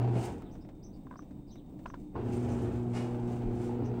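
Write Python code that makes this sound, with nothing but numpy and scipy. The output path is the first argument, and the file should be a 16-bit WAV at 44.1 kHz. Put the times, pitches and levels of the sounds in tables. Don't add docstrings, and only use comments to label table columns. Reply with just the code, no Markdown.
import sys
import numpy as np
from scipy import signal
from scipy.fft import rfft, irfft
from scipy.io import wavfile

SR = 44100
rng = np.random.default_rng(int(sys.argv[2]) if len(sys.argv) > 2 else 0)


def unload_audio(sound):
    columns = np.transpose(np.atleast_2d(sound))
    steps = np.round(np.clip(columns, -1, 1) * 32767)
    wavfile.write(sys.argv[1], SR, steps.astype(np.int16))


N = 176400
T = np.arange(N) / SR

HUM_HZ, GARAGE_T60_S = 120, 0.54
# on t/s, off t/s, rise/s, decay/s
LIFTING, LOWERING = (-.1, .18, .05, 0.043), (2.14, 4.2, 0.13, .05)
# lifting level/dB, lowering level/dB
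HUM_HARMONICS = [(-27.5, -37.5), (-46, -38.5), (-49.5, -43.5), (-58, -55), (-59, -68.5), (-63, -60.5)]
# t/s, gain/dB
FUNDAMENTAL_GAIN = [(.2, -1), (2.33, 0.5), (2.7, 1.5), (3.43, -2.5), (3.51, -2.5), (3.97, 3)]
# t/s, level/dB
PANEL_ENVELOPE = [(0, -35), (.17, -36), (.34, -40), (.6, -58.5), (2.1, -76.5), (2.16, -37.5), (2.68, -37),
                  (2.85, -42.5), (4, -40)]
HINGE_ENVELOPE = [(0, -39), (.11, -49), (.2, -43), (.28, -43.5), (.42, -60), (.8, -79.5), (2.13, -83),
                  (2.16, -49), (2.65, -46), (2.84, -57.5), (3.0, -47), (3.2, -51.5)]
ROLLER_ENVELOPE = [(0, -63), (.1, -75), (.19, -56), (.26, -55), (.45, -85.5), (2.16, -79.5), (2.3, -61),
                   (2.62, -65), (2.87, -73), (3.03, -64), (3.22, -71.5), (3.33, -64.5), (3.45, -73.5),
                   (3.65, -63), (3.8, -75.5)]
# f/Hz, relative level/dB
PANEL_SPECTRUM = [(60, -10), (105, -3), (165, -8.5), (235, -6.5), (350, -5), (440, -7), (540, -20.5),
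                  (720, -25), (2500, -43.5)]
HINGE_SPECTRUM = [(350, -14.5), (550, -6), (700, 0.5), (860, 0), (1080, -12.5), (1500, -15), (1900, -22.5),
                  (2900, -24.5), (8000, -47.5)]
ROLLER_SPECTRUM = [(1200, -22), (2200, 7), (4200, -1), (8600, 2.5), (9800, -8), (12000, -16.5),
                   (14000, -10.5)]
STEEL_SPECTRUM = [(150, -2.5), (400, 3.5), (850, 1.5), (1200, -6), (4200, -7.5), (8600, -10.5),
                  (11500, -22), (15000, -33)]
CLUNK_SPECTRUM = [(250, 4), (1000, 11), (2500, -24)]
# t/s, level/dB, rise/s, decay/s, tilt/(dB per octave)
DOOR_CLANKS = [(0.152, -34, 0.0044, 0.046, -7.5), (.248, -56, .004, 0.0045, 21),
               (2.615, -60.5, 0.0064, 0.027, 6), (2.926, -41.5, 0.041, 0.058, -2.5),
               (3.855, -53, 0.0027, 0.012, -3)]
TRACK_MODES = [2270, 2502, 2860, 2900]
# t/s, f/Hz, level/dB, half-width/s
ROLLER_SQUEAKS = [(2.373, 8620, -59.5, 0.01)]
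# t/s, level/dB, decay/s, most strongly excited f/Hz
CLOSE_KNOCKS = [(1.069, -41.5, 0.0024, 1250), (1.1075, -49, .002, 1800), (1.111, -37.5, 0.0044, 1270),
                (1.126, -42, 0.0019, 1150), (1.139, -44.5, 0.0028, 1100), (1.1577, -37.5, 0.0018, 1010),
                (1.192, -37.5, 0.0023, 1070), (1.8574, -32, .0036, 750), (1.8598, -24.5, 0.002, 1460),
                (1.9013, -34.5, 0.0018, 1340), (1.938, -40.5, 0.0026, 1100), (1.9418, -27.5, 0.0014, 1300)]
# f/Hz, relative level/dB, decay time as a multiple of the knock's
HOLLOW_MODES = [(717, -3, 1.2), (1039, 0, 1.26), (1480, -9, 1.24), (1790, -19, 0.37), (2560, -5, .6)]
# f/Hz, relative level/dB
KNOCK_TAIL_SPECTRUM = [(550, 0), (1400, 4.5), (2200, -13), (3500, -16), (7500, -25.5)]
TICK_SPECTRUM = [(600, 10.5), (1300, -10), (2100, -10.5), (3500, -21), (6500, -26)]
# t/s, level/dB
FAINT_TICKS = [(0.422, -50.5), (0.554, -53), (.649, -55), (.689, -50.5), (1.221, -54.5), (1.309, -55),
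               (1.557, -54), (1.792, -54.5)]
# t/s, relative level/dB, rasp as a fraction of frequency
BIRD_CHIRPS = [(0.504, -70, 0.019), (0.824, -60.5, .012), (1.161, -65, 0.009), (1.5, -64, 0.01),
               (1.868, -68, .013), (2.485, -64, 0.05), (3.835, -65.5, 0.042)]
# t/s, duration/s, initial f/Hz, final f/Hz, arch height/Hz, level/dB
BIRD_SLURS = [(0.437, 0.065, 3600, 2660, 497, -76), (0.604, 0.026, 4660, 4850, 396, -77),
              (0.921, 0.036, 4000, 4930, 150, -77.5), (1.466, 0.075, 5080, 2590, 148, -75),
              (1.55, 0.056, 3360, 2500, 875, -74.5)]
# f/Hz, relative level/dB
BACKGROUND_SPECTRUM = [(20, 5), (85, -3), (130, -2), (290, 2), (440, -13), (880, -22.5), (1500, -42),
                       (4000, -47.5), (6500, -56), (8300, -46), (11000, -80), (15300, -39.5)]
# f/Hz, half-width/Hz, level/dB
DRONE_BANDS = [(133.9, 9.5, -58.5), (194, 9.5, -59), (298.3, 6.6, -58)]
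INSECT_BANDS = [(3670, 110, -86), (8400, 240, -89)]
# t/s, level/dB, half-width/s
WIND_PUFFS = [(1.943, -45.5, 0.076), (3.26, -44, 0.087), (3.476, -36, .03)]


def motor(waver_hz=5.6, waver_rad=0.32, waver_db=1.38):
    def gate(on, off, rise, decay):
        return np.clip((T - on) / rise, 0, 1) * np.exp(-np.maximum(T - off, 0) / decay)

    out = 0
    for order, (lifting_db, lowering_db) in enumerate(HUM_HARMONICS, 1):
        phase = 2 * np.pi * (order * HUM_HZ * T + rng.random())
        phase += waver_rad * np.sqrt(order) * wander(waver_hz)
        level = amp(lifting_db) * gate(*LIFTING) + amp(lowering_db) * gate(*LOWERING)
        if order == 1:
            level *= envelope(FUNDAMENTAL_GAIN)
        level *= amp(waver_db * np.sqrt(order) * wander(waver_hz))
        out += np.sqrt(2) * level * np.sin(phase)
    return out


def drive_clunk():
    return amp(-39) * fade(start=2.153, decay=0.033) * colour(noise(), CLUNK_SPECTRUM)


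def door():
    rumble = colour(in_garage(impacts(per_s=500, scatter_db=1.5), direct_db=-8), PANEL_SPECTRUM)
    rattle = colour(in_garage(impacts(per_s=240, scatter_db=3.5), direct_db=-4.5), HINGE_SPECTRUM)
    scrape = colour(in_garage(impacts(per_s=900, scatter_db=9), direct_db=-9), ROLLER_SPECTRUM)
    return (rumble * envelope(PANEL_ENVELOPE) + rattle * envelope(HINGE_ENVELOPE)
            + scrape * envelope(ROLLER_ENVELOPE))


def clanks(ring_db=-9.5):
    clatter = 0
    for start, db, rise, decay, tilt_db in DOOR_CLANKS:
        burst = np.clip((T - start) / rise, 0, 1) * np.exp(-np.maximum(T - start - rise, 0) / decay)
        jolts = in_garage(impacts(per_s=300, scatter_db=2), direct_db=-10)
        clatter += amp(db) * burst * colour(jolts, STEEL_SPECTRUM, tilt_db)
    track_response = fade(start=0, decay=0.013) * sum(np.sin(2 * np.pi * hz * T) for hz in TRACK_MODES)
    return clatter + amp(ring_db) * convolve(clatter, track_response)


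def roller_squeak():
    return sum(amp(db) * swell(at, half_width) * np.sin(2 * np.pi * hz * T + wander(150))
               for at, hz, db, half_width in ROLLER_SQUEAKS)


def knocks(contact_s=0.00063, octave_loss_db=14, detune_spread=0.066):
    out, tail = 0, amp(-25.5) * colour(noise(), KNOCK_TAIL_SPECTRUM)
    detunes = 1 + detune_spread * rng.standard_normal((len(CLOSE_KNOCKS), len(HOLLOW_MODES)))
    for (start, db, decay, centre_hz), shifts in zip(CLOSE_KNOCKS, detunes):
        ring = 0
        for (hz, mode_db, decay_ratio), shift in zip(HOLLOW_MODES, shifts):
            gain = amp(mode_db - octave_loss_db * np.log2(hz / centre_hz) ** 2)
            ring += gain * fade(start, decay * decay_ratio) * np.sin(2 * np.pi * hz * shift * (T - start))
        contact = np.clip((T - start) / contact_s, 0, 1)
        out += amp(db) * contact * (ring + tail * fade(start, decay=0.013))
    return out


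def ticks():
    level = sum(amp(db) * fade(start, decay=0.011) for start, db in FAINT_TICKS)
    return colour(noise(), TICK_SPECTRUM) * level


def birds(chirp_s=.047, crest_hz=6190, dip_hz=2120, crest_fraction=.54):
    flutter = wander(350)

    def note(progress, hz, db, rasp):
        phase = 2 * np.pi * np.cumsum(hz * (1 + rasp * flutter)) / SR
        return amp(db) * np.sqrt(2) * np.sin(np.pi * progress) * np.sin(phase)

    chirps = slurs = 0
    for start, db, rasp in BIRD_CHIRPS:
        progress = np.clip((T - start) / chirp_s, 0, 1)
        chirps += note(progress, crest_hz - dip_hz * (progress / crest_fraction - 1) ** 2, db, rasp)
    for start, duration, from_hz, to_hz, arch_hz, db in BIRD_SLURS:
        progress = np.clip((T - start) / duration, 0, 1)
        hz = from_hz + (to_hz - from_hz) * progress + arch_hz * np.sin(np.pi * progress)
        slurs += note(progress, hz, db, rasp=0.056)
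    return amp(-3) * chirps + slurs + amp(4) * reverb(chirps / 2 + slurs, t60=0.14)


def background():
    bands = 0
    for hz, width, db in DRONE_BANDS + INSECT_BANDS:
        phase = 2 * np.pi * hz * T
        bands += amp(db) * (wander(width) * np.sin(phase) + wander(width) * np.cos(phase))
    return bands + amp(-47.5) * colour(noise(), BACKGROUND_SPECTRUM) * amp(1.4 * wander(9.8))


def wind():
    buffeting = colour(noise(), [(15, 4.5), (32, 13.5), (60, 1.5), (120, -30)])
    return buffeting * sum(amp(db) * swell(at, half_width) for at, db, half_width in WIND_PUFFS)


def in_garage(x, direct_db):
    turn = np.pi * T
    reflected = np.cos(turn) * reverb(x, GARAGE_T60_S) + np.sin(turn) * reverb(x, GARAGE_T60_S)
    return amp(direct_db) * x + reflected


def reverb(x, t60):
    return convolve(x, noise() * fade(0, t60 / np.log(1000)))


def convolve(x, response):
    return signal.fftconvolve(x, response / np.linalg.norm(response))[:N]


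def impacts(per_s, scatter_db):
    return unit_rms((rng.random(N) < per_s / SR) * np.sign(noise()) * amp(scatter_db * noise()))


def colour(x, spectrum, tilt_db=0):
    hz, db = np.array(spectrum).T
    octave, knots = np.log2(np.fft.rfftfreq(N, 1 / SR) + 1), np.log2(hz)
    shape_db = np.interp(octave, knots, db) + tilt_db * np.maximum(octave - knots[0], 0)
    skirts_db = 24 * np.abs(octave - np.clip(octave, knots[0], knots[-1]))
    return unit_rms(irfft(rfft(x) * amp(shape_db - skirts_db), N))


def wander(rate_hz):
    lowpass = np.exp(-(np.fft.rfftfreq(N, 1 / SR) / rate_hz) ** 2)
    return unit_rms(irfft(rfft(noise()) * lowpass, N))


def envelope(points):
    return amp(np.interp(T, *np.array(points).T))


def fade(start, decay):
    return (T >= start) * np.exp(-np.maximum(T - start, 0) / decay)


def swell(at, half_width):
    return np.exp(-((T - at) / half_width) ** 2)


def noise():
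    return rng.standard_normal(N)


def amp(db):
    return 10 ** (np.asarray(db) / 20)


def unit_rms(x):
    return x / np.sqrt(np.mean(x ** 2) + 1e-30)


def scene():
    garage = motor() + drive_clunk() + door() + clanks() + roller_squeak()
    return (garage + knocks() + ticks() + birds() + background() + wind())[None]


def record(dry):
    return signal.sosfilt(signal.ellip(10, .2, 80, 15750, fs=SR, output="sos"), dry)


dry = scene()
out = record(dry)
unload_audio(out)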